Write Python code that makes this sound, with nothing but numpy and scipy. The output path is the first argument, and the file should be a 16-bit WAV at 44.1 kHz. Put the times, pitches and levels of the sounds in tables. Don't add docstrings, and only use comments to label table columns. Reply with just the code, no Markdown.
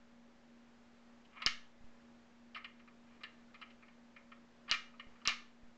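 import sys
import numpy as np
from scipy import signal
from scipy.fft import rfft, irfft
from scipy.io import wavfile
from scipy.ndimage import uniform_filter1d

SR = 44100
rng = np.random.default_rng(int(sys.argv[2]) if len(sys.argv) > 2 else 0)


def generate_wav(sig):
    pcm = np.round(np.clip(np.atleast_2d(sig).T, -1, 1) * 32767).astype(np.int16)
    wavfile.write(sys.argv[1], SR, pcm)


def voltage_ratio(decibels):
    exponent = np.asarray(decibels, float) / 20
    return 10 ** exponent


N = 254623

# (rate [Hz], depth [fraction], time of a swell [s])
HUM_THROBS = [(2.1, .15, 4.4), (3.14, 0.23, 4.68)]
# (pitch [Hz], level [dB])
FAINT_TONES = [(207, -84.5), (331, -90.5), (561, -80.5)]
# (frequency [Hz], level [dB per Hz])
AIR_COLOR = [(10, -10.5), (25, -13.5), (110, -18.5), (200, -15.5), (300, -16), (600, -18), (1700, -22.5),
             (4000, -31.5), (7200, -37.5), (8000, -45), (8700, -61), (9200, -103)]
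# (pitch [Hz], level [dB], time to fade 60 dB [s])
FRAME_TONES = [(1060, -8, .12), (1157, -4, .12), (1188, -4, .15), (1265, -2, .2), (1378, -6, .2),
               (1596, -12, .2), (1745, -4, .12), (1836, -2, .12), (1944, -8, .15), (2060, -6, .15),
               (2105, -4, .2), (2196, -2, .25), (2225, -6, .2), (2376, 0, .3), (2466, -4, .24),
               (2640, -6, .15), (2740, -3, .1), (2800, -5, .1), (2880, -2, .13), (3025, -3, .1),
               (3128, -8, .15), (3300, -8, .12), (3460, -6, .1), (3690, -8, .12), (3900, -4, .07),
               (4025, -6, .08), (4300, -9, .05), (4800, -10, .05), (5270, -11, .04), (5800, -14, .04)]
# (time [s], peak [dB], base board [dB], short boards [dB], wires [dB])
HAND_TAPS = [(1.2482, -74, 1, 13.5, 7.5), (2.5448, -41, -13, 1, -7), (2.5554, -41, -0.5, -5.5, -8.5),
             (2.5681, -40, -18.5, -6, -10), (2.6423, -39.5, -8, 0.5, -8), (2.7924, -57, -5, -3.5, -11),
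             (2.8741, -52, -3.5, -11, -14), (3.206, -54, -3, -9, -14.5), (3.2327, -37, -7, -0.5, -4.5),
             (3.5403, -50, -2, -7, -7), (3.547, -52, -6, -3, -16), (3.6125, -50, 2.5, 3.5, -0.5),
             (3.6202, -42.5, -14.5, -2.5, -18), (3.7013, -56.5, -13, 0, -6.5), (3.824, -52, -2.5, -19, -24),
             (3.8779, -55, -5.5, -3.5, -15), (4.1609, -46, -6, -9.5, -17), (4.316, -47.5, -1.5, -7, -13),
             (4.9379, -59, 4.5, -13, -24), (4.9942, -40, -4.5, -0.2, -9), (5.1511, -57, -3, -12.5, -21)]
# (time [s], peak [dB], base board [dB], short boards [dB], wires [dB])
FALLING_TAPS = [(1.3988, -49, -7, -15, -17.5), (1.4175, -35, -4, 1, -5), (1.4255, -50.5, -9, 4, 1),
                (1.4637, -23, -6.5, 3, -2.5), (4.6775, -46, -1.5, -6, -13.5),
                (4.693, -39.5, -24, 3.5, -1.5), (4.7135, -24, -6, 4, -3.5),
                (4.736, -28.5, -4.5, -10.5, -3.5), (5.214, -60, 2, -0.5, -10), (5.251, -33, -4, -1, -1),
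                (5.2736, -26.5, -2.5, 4.5, 3.5), (5.2883, -25.5, -15, -5, -3.5),
                (5.3136, -35.5, -5, -13, -23)]
# (middle of band [Hz], level [dB], time to fade 60 dB [s])
ROOM_ECHO = [(704, -49, 0.43), (1420, -38.5, 0.35), (2820, -40.5, 0.34), (5100, -42.5, 0.33),
             (7530, -41, 0.13)]
# (time [s], level [dB])
BEAD_SLIDES = [
    [(1.3, -77), (1.33, -66.5), (1.35, -69.5), (1.366, -55.5), (1.38, -49), (1.392, -65.5), (1.418, -52),
     (1.46, -54)],
    [(3.07, -79), (3.13, -70), (3.2, -91)],
    [(4.65, -77.5), (4.676, -82), (4.684, -50), (4.712, -49)],
]
# (time [s], peak [dB], ring [Hz], time to fade 60 dB [ms], thud [dB])
BEAD_DROPS = [
    (1.46245, -8, 4950, 9, 1),
    (4.7131, -10.5, 4500, 4.5, -8),
    (5.27455, -8, 5500, 4, -3),
]
# (time [s], gain change [dB], jump of the bias [full scale])
GAIN_STEPS = [
    (1.4626, -1.6, -.0078),
    (1.809, .7, .0026),
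    (1.843, .9, .0028),
    (4.7134, -1, -.0031),
    (5.069, 1, .0029),
    (5.2747, -1, -.0038),
    (5.634, 1, .003),
]


def band(x, lo_hz, hi_hz, order=2):
    return signal.sosfilt(signal.butter(order, [lo_hz, hi_hz], "band", fs=SR, output="sos"), x)


def unit(x):
    return x / np.sqrt(np.mean(x ** 2))


def add(out, s, sound):
    i = int(s * SR)
    out[i:i + len(sound)] += sound[:N - i]


def curve(rows, column=1, silence=None):
    rows = np.array(rows)
    return np.interp(np.arange(N) / SR, rows[:, 0], rows[:, column], silence, silence)


def walk(rate):
    hold = int(SR / rate)
    values = rng.standard_normal(N // hold + 1)
    return uniform_filter1d(np.repeat(values, hold), hold)[:N]


def rings(hz, t60):
    t = np.arange(SR // 3) / SR
    return np.sin(2 * np.pi * np.outer(hz, t)) * 1000. ** -np.outer(1 / t60, t)


def hum():
    t = np.arange(N) / SR
    throb = 1 + sum(depth * np.cos(2 * np.pi * rate * (t - s)) for rate, depth, s in HUM_THROBS)
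    level_db = -65 + 1.14 * walk(5)
    tone = voltage_ratio(level_db) * throb * np.sin(2 * np.pi * 236.85 * t)
    faint = 0
    for hz, db in FAINT_TONES:
        level = voltage_ratio(db + 2.4 * walk(3.1))
        faint = faint + level * np.sin(2 * np.pi * hz * t + 1.1 * walk(2.3))
    return np.sqrt(2) * (tone + faint)


def air():
    hz, db = np.transpose(AIR_COLOR)
    f = np.arange(1, N // 2 + 2) * SR / N
    color = voltage_ratio(np.interp(np.log(f), np.log(hz), db))
    hiss = irfft(rfft(rng.standard_normal(N)) * color, N)
    level_db = -69.5 + .5 * walk(1.7)
    return hiss * voltage_ratio(level_db) / np.std(band(hiss, 400, 6400))


def knocks():
    hz, db, t60 = np.transpose(FRAME_TONES)
    modes, out = rings(hz, t60), np.zeros(N)
    t = np.arange(modes.shape[1]) / SR
    rise_s, rattle_s, clatter_t60_s, clatter_db = .0016, .009, .08, -3.
    underside_db, tick_db = -15, -12
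    parts = [(640, 980), (1040, 1400), (1700, 1960), (2080, 2480), (2700, 3250), (3400, 4700), (5400, 8400)]
    for s, peak_db, base_db, short_db, wire_db in HAND_TAPS + FALLING_TAPS:
        damp_db_s = max(520.5 - 7.5 * (peak_db + 52), 0)
        spot = rng.standard_normal((2, len(hz)))
        noise = rng.standard_normal((2, len(t)))
        ring = (np.sign(spot[1]) * voltage_ratio(db + 2.5 * spot[0])) @ modes
        grain_db = 3. * unit(uniform_filter1d(noise[1], size=60))
        clatter = noise[0] * voltage_ratio(grain_db) * 1000. ** (-t / clatter_t60_s)
        rise = 1 - np.exp(-t / rise_s)
        swell = rise * voltage_ratio(-damp_db_s * np.maximum(t - rattle_s, 0))
        levels_db = (underside_db, base_db, -6, -3, short_db, wire_db, wire_db + tick_db)
        for (lo, hi), part_db in zip(parts, levels_db):
            clear = band(ring * swell, lo, hi)
            loose = band(clatter * swell, lo, hi)
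            sound = (hi < 5000) * unit(clear) + voltage_ratio(clatter_db) * unit(loose)
            add(out, s, voltage_ratio(peak_db + part_db) * sound / np.abs(sound).max())
    return out


def room(x):
    t = np.arange(SR // 2) / SR
    tail = 0
    for hz, db, t60 in ROOM_ECHO:
        noise = band(rng.standard_normal(len(t)), hz / 1.556, hz * 1.52)
        tail = tail + voltage_ratio(db) * unit(noise) * 1000. ** (-t / t60)
    first_wall = np.clip((t - .002) / 0.002, 0, 1)
    return signal.fftconvolve(x, tail * first_wall)[:N]


def slides():
    hz, db, t60 = np.transpose(FRAME_TONES)
    ticks_per_sample = 2500. / SR
    ticks = (rng.random(N) < ticks_per_sample) * rng.standard_normal(N)
    body_db = db - 4.7 * hz / 1000 - 25. * (hz > 3200)
    body = band(voltage_ratio(body_db) @ rings(hz, .5 * t60), 1000, 3300)
    gain = sum(voltage_ratio(curve(rows, silence=-150)) for rows in BEAD_SLIDES)
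    return signal.fftconvolve(gain * ticks, body)[:N] / np.sqrt(np.sum(body ** 2) * ticks_per_sample)


def drops():
    ringing, crack = np.zeros(N), np.zeros(N)
    shares, ratios = np.array([.3, .6, .18, .12]), np.array([.94, 1.02, 1.28, .45])
    for s, peak_db, hz, t60_ms, thud_db in BEAD_DROPS:
        ring = shares @ rings(hz * ratios, np.full(4, t60_ms / 1000))
        bright, thud = band(ring, 900, 7600), band(ring, 20, 900)
        add(ringing, s, voltage_ratio(peak_db) * (bright + voltage_ratio(thud_db) * thud))
        add(crack, s, voltage_ratio(np.array([peak_db - 9])))
    return ringing, band(crack, 2600, 7000)


def gain_thumps():
    t = np.arange(N) / SR
    thumps = 0
    for s, db, jump in GAIN_STEPS:
        thumps = thumps + jump * (t >= s) * np.exp(-np.maximum(t - s, 0) / 0.087)
    return signal.lfilter(*signal.butter(1, 508, fs=SR), thumps)


def scene():
    frame = knocks() + slides()
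    beads, crack = drops()
    echo = room(voltage_ratio(-10) * frame + 7.0 * crack)
    return (frame + beads + echo + hum())[None]


def roll_off(x):
    return signal.sosfilt(signal.butter(12, 8790, fs=SR, output="sos"), x)


def record(dry):
    t = np.arange(N) / SR
    gain_db = sum(db * (t >= s) for s, db, jump in GAIN_STEPS)
    dull = signal.butter(6, 6710, fs=SR, output="sos")
    capsule = signal.sosfilt(dull, dry) + air()
    bias = -.0004
    edge = signal.ellip(10, .2, 95, 8600, fs=SR, output="sos")
    mix = signal.sosfilt(edge, capsule * voltage_ratio(gain_db) + gain_thumps() + bias)
    return roll_off(mix)


dry = scene()
out = record(dry)
generate_wav(out)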